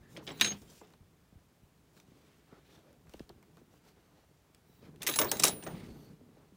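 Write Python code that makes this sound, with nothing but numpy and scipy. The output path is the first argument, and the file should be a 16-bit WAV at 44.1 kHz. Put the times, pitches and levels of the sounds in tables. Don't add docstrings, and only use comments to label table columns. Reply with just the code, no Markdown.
import sys
import numpy as np
from scipy import signal
from scipy.fft import rfft, irfft
from scipy.io import wavfile
from scipy.ndimage import uniform_filter1d

SR = 44100
rng = np.random.default_rng(int(sys.argv[2]) if len(sys.argv) > 2 else 0)


def to_wav(sig):
    pcm = np.clip(np.atleast_2d(sig), -1, 1) * 32767
    pcm = np.round(pcm).astype(np.int16)
    wavfile.write(sys.argv[1], SR, pcm.T)


def gain_from_db(level_db):
    decades = np.asarray(level_db, float) / 20
    return 10 ** decades


N = 289296

# frequency in Hz, level in dB per Hz.
FRAME_COLOUR = [(150, -14), (300, 1), (700, -3), (1500, -12.5), (2500, -27)]
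# frequency in Hz, level in dB per Hz.
SLAT_COLOUR = [(900, -7.5), (1500, 1), (2500, 3.5), (4000, 2), (6000, -8.5), (8000, -28.5)]
# frequency in Hz, level in dB per Hz.
FINE_COLOUR = [(4500, -11.5), (6000, -1.5), (8000, -0.5), (11000, -5), (15700, -4), (16300, -32)]
# frequency in Hz, level in dB per Hz.
OPEN_TREBLE = [(4500, -10.5), (6000, 0), (8500, 1), (11000, -5), (13500, -3), (14800, -10), (16000, -12.5),
               (16800, -29)]
LATCH_HZ = [6490, 9130, 10490, 15093, 7680, 3875, 12350, 5480]


def evened(x):
    return x / np.sqrt(np.mean(x ** 2) + 1e-20)


def add(mix, s, sound):
    part = mix[round(s * SR):][:len(sound)]
    part += sound[:len(part)]


def coloured(x, spectrum):
    f, db = np.transpose(spectrum)
    hz = np.fft.rfftfreq(x.shape[-1], 1 / SR)
    gain = gain_from_db(np.interp(np.log(hz + 1), np.log(f + 1), db, left=-80, right=-80))
    return evened(irfft(rfft(x) * gain, x.shape[-1]))


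def around(x, hz, octaves):
    distance = np.log2((np.fft.rfftfreq(len(x), 1 / SR) + 1) / hz) / octaves
    return evened(irfft(rfft(x) / (1 + distance ** 2), len(x)))


def swell(t, rise, t60):
    shape = (1 - np.exp(-np.maximum(t, 0) / rise)) * gain_from_db(-60 * t / max(t60, .004))
    return shape / shape.max()


def smoothed(x, size, axis=-1):
    return uniform_filter1d(uniform_filter1d(x, size, axis=axis), size, axis=axis)


def lumps(size, depth_db):
    return evened(gain_from_db(depth_db * evened(smoothed(rng.standard_normal(N), size))))


def mottled(noise, width_hz, depth_db):
    bins = noise.shape[-1] // 2 + 1
    size = max(int(width_hz * noise.shape[-1] / SR), 1)
    bumps = smoothed(rng.standard_normal((len(noise), bins)), size)
    return irfft(rfft(noise) * gain_from_db(depth_db * evened(bumps)), noise.shape[-1])


def patchy(x, depth_db):
    z = signal.stft(x, nperseg=512)[2]
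    patches = uniform_filter1d(rng.standard_normal(z.shape), size=5, axis=0)
    patches = uniform_filter1d(patches, size=16, axis=1)
    return evened(signal.istft(z * gain_from_db(depth_db * evened(patches)), nperseg=512)[1][:N])


def still_air():
    # frequency in Hz, level in dB per Hz.
    air_colour = [(15, -41), (25, -17.5), (59, 4.5), (166, 0.5), (236, -15.5), (439, -19.5), (624, -12.5),
                  (1940, -17.5), (11000, -27), (14800, -26), (15900, -28.5)]
    return gain_from_db(-68 - 1.5) * coloured(rng.standard_normal(N), air_colour)


def strokes(offset_db, lean):
    # middle in seconds, length in seconds, level in dB, brightness in dB.
    handling = [(0.047, .1, -76.5, -5), (0.142, 0.12, -66.5, 10.5), (0.199, .1, -66, -41),
                (0.251, 0.07, -69, 14), (0.326, .11, -57.5, -5.5), (.385, .07, -58, 5.5),
                (0.487, 0.19, -50, -4), (0.602, 0.11, -66.5, 11), (0.727, 0.25, -66.5, 8.5),
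                (4.856, .1, -64, -5), (5.04, 0.084, -55.5, -6), (5.122, .15, -50, 1),
                (5.238, 0.16, -46.5, -7), (5.353, .09, -51, 3.5), (5.413, 0.091, -48.5, 7),
                (5.483, .13, -46, -13), (5.69, 0.49, -59, -5), (5.799, .22, -72.5, 8),
                (5.989, .38, -68.5, 5)]
    # middle in seconds, length in seconds, level in dB,
    # brightness in dB.
    brushes = [(.84, 0.074, -72.5, -16), (.885, .15, -72, 0), (1.982, .12, -71.5, 8.5),
               (2.219, .36, -72, -2.5), (2.55, 0.16, -72.5, -33), (2.738, .2, -66, 0), (2.9, .16, -77, -32),
               (3.161, .2, -69.5, 7), (3.58, .15, -81, 1), (3.75, .1, -75.5, 8), (3.88, .1, -69.5, 2),
               (4.0, 0.49, -79.5, -17), (4.2, .12, -73, -9), (4.74, .22, -84, 10.5), (6.4, .25, -82, -39)]
    out = np.zeros(N)
    for s, length, db, bright_db in handling + brushes:
        arch = np.sin(np.pi * np.arange(0, length, 1 / SR) / length) ** 1.1
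        add(out, max(s - length / 2, 0), gain_from_db(db + offset_db + lean * bright_db) * arch)
    return out


def stir():
    # time in seconds, level in dB.
    weight = [(0, -61), (.3, -53.5), (.52, -53.5), (.8, -63.5), (1.5, -72.5), (2.1, -67.5), (2.7, -67.5),
              (3.2, -64.5), (3.7, -65), (4.3, -74), (4.74, -70), (4.86, -56), (5.3, -47.5), (5.47, -44),
              (5.63, -53.5), (5.71, -43), (5.95, -52), (6.56, -69.5)]
    # frequency in Hz, level in dB per Hz.
    rumble_colour = [(15, -50), (25, -20.5), (42, -10), (97, -4.5), (156, 4.5), (379, -12), (425, -6.5),
                     (500, -24), (650, -55), (1100, -120)]
    rest_db = [-74, -88, -86.5]
    contacts_per_s, spread_db, busy_db = 500, 2.5, -62

    rumble = gain_from_db(np.interp(np.arange(N) / SR, *np.transpose(weight)) - 2.0)
    frame = gain_from_db(rest_db[0] - 4.5) + gain_from_db(-17) * rumble + strokes(offset_db=-4.5, lean=-0.3)
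    rub = gain_from_db(rest_db[1]) + strokes(offset_db=-4.0, lean=0)
    fine = gain_from_db(rest_db[2]) + strokes(offset_db=-12.0, lean=0.89)

    strength = gain_from_db(spread_db * np.minimum(rng.exponential(1, N), 4))
    contacts = (rng.random(N) < contacts_per_s / SR) * strength
    smear = rng.standard_normal(300) * gain_from_db(-60 * np.arange(300) / SR / 0.0095)
    clicks = evened(signal.oaconvolve(contacts, smear)[:N])
    share = 0.39 * rub / (rub + gain_from_db(busy_db))
    grains = share * clicks + (1 - share) * rng.standard_normal(N)
    grains = patchy(grains * lumps(size=300, depth_db=1.5), depth_db=2.0)

    low = rng.standard_normal(N) * lumps(size=500, depth_db=2.0)
    deep = rumble * coloured(low, rumble_colour) + frame * coloured(low, FRAME_COLOUR)
    return deep + rub * coloured(grains, SLAT_COLOUR) + fine * coloured(grains, FINE_COLOUR)


def scrapes():
    # start in seconds, end in seconds, resonance in Hz, width in octaves, level in dB.
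    drags = [(5.22, 5.31, 560, .6, -50.5), (5.21, 5.27, 1000, 0.18, -44.5), (5.08, 5.18, 1700, .08, -58),
             (5.665, 5.73, 900, 0.3, -55.5), (.455, .49, 3600, .08, -48), (.17, 0.206, 2900, 0.33, -66),
             (5.5, 5.62, 420, 0.58, -56), (5.668, 5.77, 590, 0.42, -60), (.815, .865, 740, .4, -66),
             (6.35, 6.46, 690, .5, -70.5), (.675, .725, 6000, 0.03, -75), (.67, .74, 3200, 0.03, -76),
             (.67, 0.83, 5200, .8, -66.5), (.79, .825, 7350, .03, -74), (.29, .33, 5500, .04, -63),
             (0, .14, 1750, 0.16, -71), (0.272, 0.48, 3900, .05, -67), (0.419, 0.515, 3950, .06, -54),
             (.5, .555, 3000, .8, -64.5), (.415, .48, 13500, .2, -64), (2.495, 2.6, 1330, 0.1, -71),
             (2.66, 2.948, 1370, 0.071, -83), (2.2, 2.82, 2000, 0.96, -77), (5.7, 5.96, 220, 0.3, -54),
             (5.32, 5.43, 500, .6, -55.5), (.235, .27, 14000, .15, -71), (5.44, 5.5, 6900, 0.66, -42),
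             (2.84, 2.97, 530, 0.17, -67), (4.64, 4.9, 3900, 0.038, -83), (4.65, 4.84, 14700, .15, -78),
             (5.132, 5.18, 4080, 0.022, -47), (5.068, 5.13, 3900, 0.062, -52),
             (5.32, 5.4, 3950, .06, -59.5), (5.44, 5.52, 3950, .08, -52), (5.75, 5.872, 2000, 0.2, -66.5),
             (5.7, 6.17, 4440, 0.069, -75), (5.9, 6.1, 13000, .15, -77)]
    out, noise = np.zeros(N), rng.standard_normal(N) * lumps(size=250, depth_db=1.5)
    for start, stop, hz, octaves, db in drags:
        part = around(noise[int(start * SR):int(stop * SR)], hz, octaves)
        add(out, start, gain_from_db(db) * part * signal.windows.tukey(len(part), .5))
    return out


def thuds():
    # start in seconds, level in dB, pitch in Hz, time to die by 60 dB in seconds.
    pushes = [(.01, -49, 60.7, 0.072), (.29, -57, 70, 0.11), (0.619, -51, 60, 0.13),
              (0.177, -43.5, 335, 0.081), (.295, -43, 297, 0.13), (3.08, -49, 65, .1),
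              (3.15, -50.5, 65, 0.14), (3.22, -47.5, 60, 0.099), (3.312, -50.5, 59.6, 0.08),
              (5.23, -42.5, 70, 0.14), (5.901, -44, 60.4, 0.17), (6.37, -52.5, 301, .1),
              (0.42, -36.5, 232.6, 0.29), (.51, -43, 223, 0.32), (0.815, -48.5, 471, 0.13),
              (1.006, -48, 95, 0.11), (1.325, -53, 144.7, 0.05), (1.356, -46.5, 86, 0.13),
              (1.632, -51, 99, 0.11), (1.97, -54.5, 192, 0.04), (2.083, -49, 137, 0.049),
              (2.117, -51, 193, 0.048), (2.526, -44.5, 160, 0.035), (3.142, -39, 277, 0.032),
              (3.205, -32, 150, 0.021), (3.299, -43.5, 383, 0.065), (3.361, -54, 80, 0.087),
              (3.615, -54.5, 262, 0.061), (4.696, -53, 159, 0.057), (4.828, -45.5, 212, 0.11),
              (4.961, -49.5, 158.5, 0.069), (5.213, -30, 648.7, 0.053), (5.438, -31, 1044, 0.037),
              (5.446, -23.5, 320, 0.017), (5.667, -46, 355, 0.091), (6.211, -50.5, 267, 0.18),
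              (6.288, -55, 256, 0.19), (6.521, -51.5, 208, 0.16)]
    out, t = np.zeros(N), np.arange(6000) / SR
    for s, db, hz, t60 in pushes:
        turn = 2 * np.pi * np.cumsum(hz * (.9 + 2.4 * np.exp(-t / 0.0026))) / SR
        wave = np.sin(turn) + 0.36 * np.sin(.42 * turn)
        add(out, s, gain_from_db(db - 2.5) * wave * swell(t, 0.0016, t60))
    return out


def hits(rows, treble, t60, tone, tail_db, snap):
    out, t = np.zeros(N), np.arange(6000) / SR
    noise = mottled(rng.standard_normal((len(rows), 6000)), width_hz=180, depth_db=2.5)
    middle, bright = coloured(noise, SLAT_COLOUR), coloured(noise, treble)
    dull = coloured(noise, FRAME_COLOUR)
    tail = gain_from_db(tail_db) * swell(t, 0.0014, 0.27)
    first = 1 + snap * np.exp(-t / 0.00036)
    for k, (s, db, bright_db, dull_db, hz) in enumerate(rows):
        note = np.sqrt(2) * np.sin(2 * np.pi * hz * t) * gain_from_db(-40 * t / t60)
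        crack = around(middle[k], hz, 2.1)
        sound = ((1 - tone) * crack * first + tone * note) * swell(t, 0.00019, t60) + crack * tail
        bright_shape = swell(t, 0.00017, 0.76 * t60) + .5 * tail + first - 1
        sound += gain_from_db(bright_db) * bright[k] * bright_shape
        sound += gain_from_db(dull_db) * dull[k] * swell(t, 0.0014, 2.6 * t60)
        add(out, s, gain_from_db(db - 8) * sound)
    return out


def taps():
    # start in seconds, level in dB, treble in dB, frame in dB, resonance in Hz.
    contacts = [(.1655, -33.5, -22, -33, 2240), (.2907, -46, -8, -30, 7680), (.3122, -44, -14.5, -30, 3253),
                (.4112, -16.5, 0, -30, 12350), (.4648, -46, -10, -29, 12330), (.475, -29.5, -20, -32, 5000),
                (.4835, -33, -20, -30, 3200), (.5195, -31, -23, -30, 4970), (.6185, -48, -9, -20, 6000),
                (.8715, -54, -9, -21.5, 7300), (.9245, -57, -9, -17, 7310), (5.0217, -29.5, 0, -26, 6800),
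                (5.0738, -23, -6, -29, 12350), (5.078, -21, -3, -30, 12350),
                (5.0975, -25.5, -3.5, -34, 12500), (5.1115, -39.5, -3, -30, 12350),
                (5.1255, -31, -2, -30, 7600), (5.1325, -31, -4, -30, 3880), (5.1598, -27, -8.5, -30, 7600),
                (5.189, -20, 2.5, -31, 12350), (5.195, -23, -2, -33, 7450), (5.2232, -29.5, -3, -30, 7500),
                (5.3158, -21.5, 1, -33, 12350), (5.3285, -38.5, -2.5, -22, 7590),
                (5.3555, -44, -3.5, -30, 7600), (5.4265, -27.5, 0, -30.5, 7600),
                (5.4356, -2.5, -12, -32.5, 5500), (5.4357, -9.5, -30.5, -31, 2400),
                (5.4398, -11.5, -8.5, -30, 12770), (5.4416, -17, -6, -28.5, 8500),
                (5.448, -24, 0, -30.5, 7590), (5.4528, -20, -6.5, -30, 13200),
                (5.4597, -22.5, -3.5, -30.5, 6000), (5.4718, -24.5, 0, -30.5, 7660),
                (5.4838, -27, -7.5, -31, 4000), (5.633, -52, -8, -30, 7800), (5.676, -40, -7, -30, 6530),
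                (5.0186, -29, -20, -30, 3430)]
    return hits(contacts, OPEN_TREBLE, t60=0.012, tone=0.7, tail_db=-30.5, snap=0.4)


def clacks():
    # start in seconds, level in dB, treble in dB, frame in dB, slat resonance in Hz.
    blows = [(.1695, -35.5, -13, -35, 3300), (.171, -44, -28, 0.5, 3080), (.2674, -35.5, -14, -19.5, 3300),
             (.2755, -26, -26, -12.5, 3450), (.2897, -34, -27, -4, 2200), (.3046, -35, -30.5, -6, 3180),
             (.3174, -47, -10.5, -3, 3970), (.398, -31.5, -14, -14, 3390), (.411, -6.5, -18.5, -20.5, 3757),
             (.415, -12.5, -24, -18, 1774), (.4455, -12.5, -20, -20, 4050), (.4604, -24, -16, -19.5, 3920),
             (.4735, -23.5, -30.5, -23, 4060), (.5049, -34, -32, -28, 4170), (.519, -30, -34, -33, 3005),
             (5.6252, -39, -13.5, -8, 2947), (5.637, -41, -1, -30, 990), (5.665, -33.5, -27, 3.5, 1270),
             (5.6695, -42, -0.5, 6.5, 1010)]
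    # frequency in Hz, level in dB per Hz.
    muffled_treble = [(4500, -11.5), (6000, -6.5), (8500, -4), (10000, -14), (12000, -22), (15500, -24),
                      (16800, -34)]
    return hits(blows, muffled_treble, t60=0.044, tone=0.5, tail_db=-26.5, snap=0.68)


def chatter(blows):
    note_db = [-7, -8, -3, -3, -8, -6, -6, -13]
    t = np.arange(6000) / SR
    notes = sum(gain_from_db(db) * np.sin(2 * np.pi * hz * t) for hz, db in zip(LATCH_HZ, note_db))
    return signal.oaconvolve(blows, gain_from_db(-37 - 60 * t / .09) * notes)[:N]


def latch():
    # struck in seconds, damped in seconds, level in dB,
    # time to die by 60 dB once damped in seconds.
    rings_of_notes = [
        [(.37, 0.47, -73, .03), (5.215, 5.23, -58, .05), (.411, 0.518, -39.5, .05),
         (5.073, 5.097, -41.5, 0.018), (5.1, 5.185, -59, .03), (5.317, 5.325, -43.5, 0.17),
         (5.672, 5.68, -67, .15)],
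        [(.42, .441, -49, 0.032), (.445, .483, -48.5, 0.027), (.275, .29, -76, .1), (5.215, 5.25, -58, .06),
         (5.33, 5.391, -58, 0.029), (5.49, 5.62, -57.5, 0.65)],
        [(.278, .39, -75, .035), (.415, .418, -52, 0.04), (.44, .525, -67, .04), (5.08, 5.16, -47, 0.031),
         (5.16, 5.202, -39.5, 0.078), (5.331, 5.34, -54, 0.34), (5.429, 5.46, -40, 0.049),
         (5.495, 5.52, -49.5, 0.33)],
        [(.275, .39, -70, 0.058), (.402, .45, -55.5, .33), (5.078, 5.185, -45.5, 0.035),
         (5.192, 5.222, -32, 0.24), (5.32, 5.39, -50, 0.05), (5.4, 5.43, -56.5, .03), (5.44, 5.52, -49.5, .3),
         (5.57, 5.69, -61, .3)],
        [(.29, 0.3, -67, .03), (0.314, 0.322, -59, .02), (0.427, 0.4, -58, .03), (.447, 0.467, -52, 0.14),
         (5.37, 5.375, -51.5, .04), (5.1, 5.15, -62, .03), (5.215, 5.25, -63, .05), (5.46, 5.49, -44.5, 0.058),
         (5.16, 5.162, -34.5, 0.024)],
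        [(.412, 0.455, -44, 0.15), (5.095, 5.135, -53, .03), (5.143, 5.15, -50, 0.033),
         (5.32, 5.38, -59.5, 0.045), (5.485, 5.51, -62, 0.11)],
        [(.399, .42, -64, .03), (.462, .48, -67.5, .06), (5.066, 5.07, -38, 0.03), (5.078, 5.082, -33, .04),
         (5.097, 5.1, -35, .04), (5.111, 5.114, -46, 0.045), (5.466, 5.475, -41, .027)],
        [(5.1, 5.135, -66, 0.036), (5.215, 5.25, -54, .05), (5.32, 5.36, -63.5, .08), (5.44, 5.45, -51, .06)],
    ]
    twin_gap_hz = [1.47, 13, 4.2, 9.5, 22, 170, 35, 30]
    out = np.zeros(N)
    for hz, gap_hz, rings in zip(LATCH_HZ, twin_gap_hz, rings_of_notes):
        for start, stop, db, t60 in rings:
            t = np.arange(int((stop - start + t60) * SR)) / SR
            level_db = db - 60 * np.maximum(t - (stop - start), 0) / t60
            pair = np.sin(2 * np.pi * hz * t) + 0.34 * np.sin(2 * np.pi * (hz + gap_hz) * t)
            add(out, start, np.sqrt(2) * gain_from_db(level_db) * (1 - np.exp(-t / 0.001)) * pair)
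    return out


def ticks():
    # start in seconds, level in dB, treble in dB, frame in dB, slat resonance in Hz.
    touches = [(.8129, -50.5, -24, 8, 1605), (.9038, -55.5, -10, -11.5, 1010), (.9363, -48, -16, -5, 2300),
               (1.9663, -54, -12, -5, 1744), (1.9754, -50.5, -11.5, -8, 3940),
               (2.0002, -45.5, -10.5, -11, 5910), (2.5284, -64, -14, 16, 1277), (2.929, -64, 3, -2.5, 1170),
               (3.0699, -52.5, -20, -6, 1041), (3.0949, -47.5, -9, -12.5, 1290),
               (3.1375, -40.5, -12, -7.5, 2900), (3.1948, -38.5, -19, -11.5, 1810),
               (3.293, -42.5, -10, -12.5, 4360), (3.3004, -59, -30, 12, 1440),
               (3.4273, -51, -8, -2.5, 1370), (3.5703, -49.5, -10, -2.5, 1440), (3.58, -57, -14.5, 2, 1428),
               (3.7379, -59.5, -11, 5, 1422), (4.5471, -47, -6, -14, 3490),
               (4.96, -50.5, -9.5, -14.5, 2996)]
    return hits(touches, FINE_COLOUR, t60=0.017, tone=0.58, tail_db=-24.5, snap=1.4)


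def rattle():
    # start in seconds, level in dB, treble in dB, frame in dB, slat resonance in Hz.
    knocks = [(5.0184, -30, -16, -34, 3540), (5.03, -32, 1.5, -19, 1930), (5.066, -22, -6, -33, 3120),
              (5.0713, -18, -5.5, -18.5, 2080), (5.0774, -24.5, -8.5, -23, 2470),
              (5.0884, -21, -14, -8.5, 2260), (5.0955, -32.5, 4.5, -24, 4000),
              (5.1122, -27, -11, -15.5, 3580), (5.1377, -23.5, -6.5, -29, 3730),
              (5.1587, -25, 1.5, -15, 4070), (5.1882, -14, -5, -22, 1120),
              (5.1976, -32.5, -10.5, 7.5, 1510), (5.2145, -16.5, -7.5, -9.5, 1130),
              (5.2247, -34, -3, 6, 1070), (5.2441, -35.5, 5.5, 5.5, 1030), (5.2689, -42, -5, 5, 1110)]
    return hits(knocks, OPEN_TREBLE, t60=0.055, tone=0.47, tail_db=-32.0, snap=0.75)


def squeak():
    # time in seconds, pitch in Hz, level in dB.
    glide = [
        (5.284, 4220, -53),
        (5.292, 4270, -49),
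        (5.298, 4300, -46),
        (5.303, 4350, -55.5),
        (5.314, 4437, -55),
    ]
    harmonic_db = [6, -4, -4]
    s, hz, db = np.transpose(glide)
    t = np.arange(s[0], s[-1], 1 / SR)
    waver = 1 + .075 * evened(uniform_filter1d(rng.standard_normal(len(t)), size=24))
    turn = 2 * np.pi * np.cumsum(np.interp(t, s, hz) * waver) / SR
    stack = sum(gain_from_db(g) * np.sin((k + 1) * turn) for k, g in enumerate(harmonic_db))
    out = np.zeros(N)
    add(out, s[0], gain_from_db(np.interp(t, s, db)) * stack)
    return out


def snaps():
    # start in seconds, level in dB, treble in dB, frame in dB, slat resonance in Hz.
    bounces = [(5.3153, -17.5, 1.5, -8, 6040), (5.3335, -37, -5, 6, 1080), (5.3541, -41, -6, 0.5, 1089),
               (5.3692, -33, -2.5, -14, 7300), (5.3949, -26, -8, -26.5, 5470), (5.398, -18.5, 0, -16, 6300),
               (5.4234, -23.5, -7, -16.5, 5800), (5.4378, -12, -3.5, -15.5, 6210),
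               (5.4395, -15.5, 5.5, -13, 1150), (5.4524, -16.5, 0, -15.5, 5600),
               (5.4654, -21.5, -1.5, -6.5, 3860), (5.4733, -19.5, -4, -12.5, 4200),
               (5.4814, -23, 4.5, -7.5, 6100), (5.4944, -33, 0.5, -3, 3880)]
    return hits(bounces, OPEN_TREBLE, t60=0.036, tone=0.59, tail_db=-30.0, snap=0.84)


def scene():
    metal = taps() + clacks() + rattle() + snaps()
    latch_sound = metal + chatter(metal) + latch() + squeak()
    soft = stir() + scrapes() + thuds() + ticks()
    return (still_air() + soft + latch_sound)[None]


def band_limit(x):
    return signal.sosfilt(signal.butter(12, 16810, fs=SR, output="sos"), x)


def record(dry):
    low_pass = signal.firwin(101, 16600, fs=SR)[None]
    mix = signal.oaconvolve(dry, low_pass, "same")
    return band_limit(mix)


dry = scene()
out = record(dry)
to_wav(out)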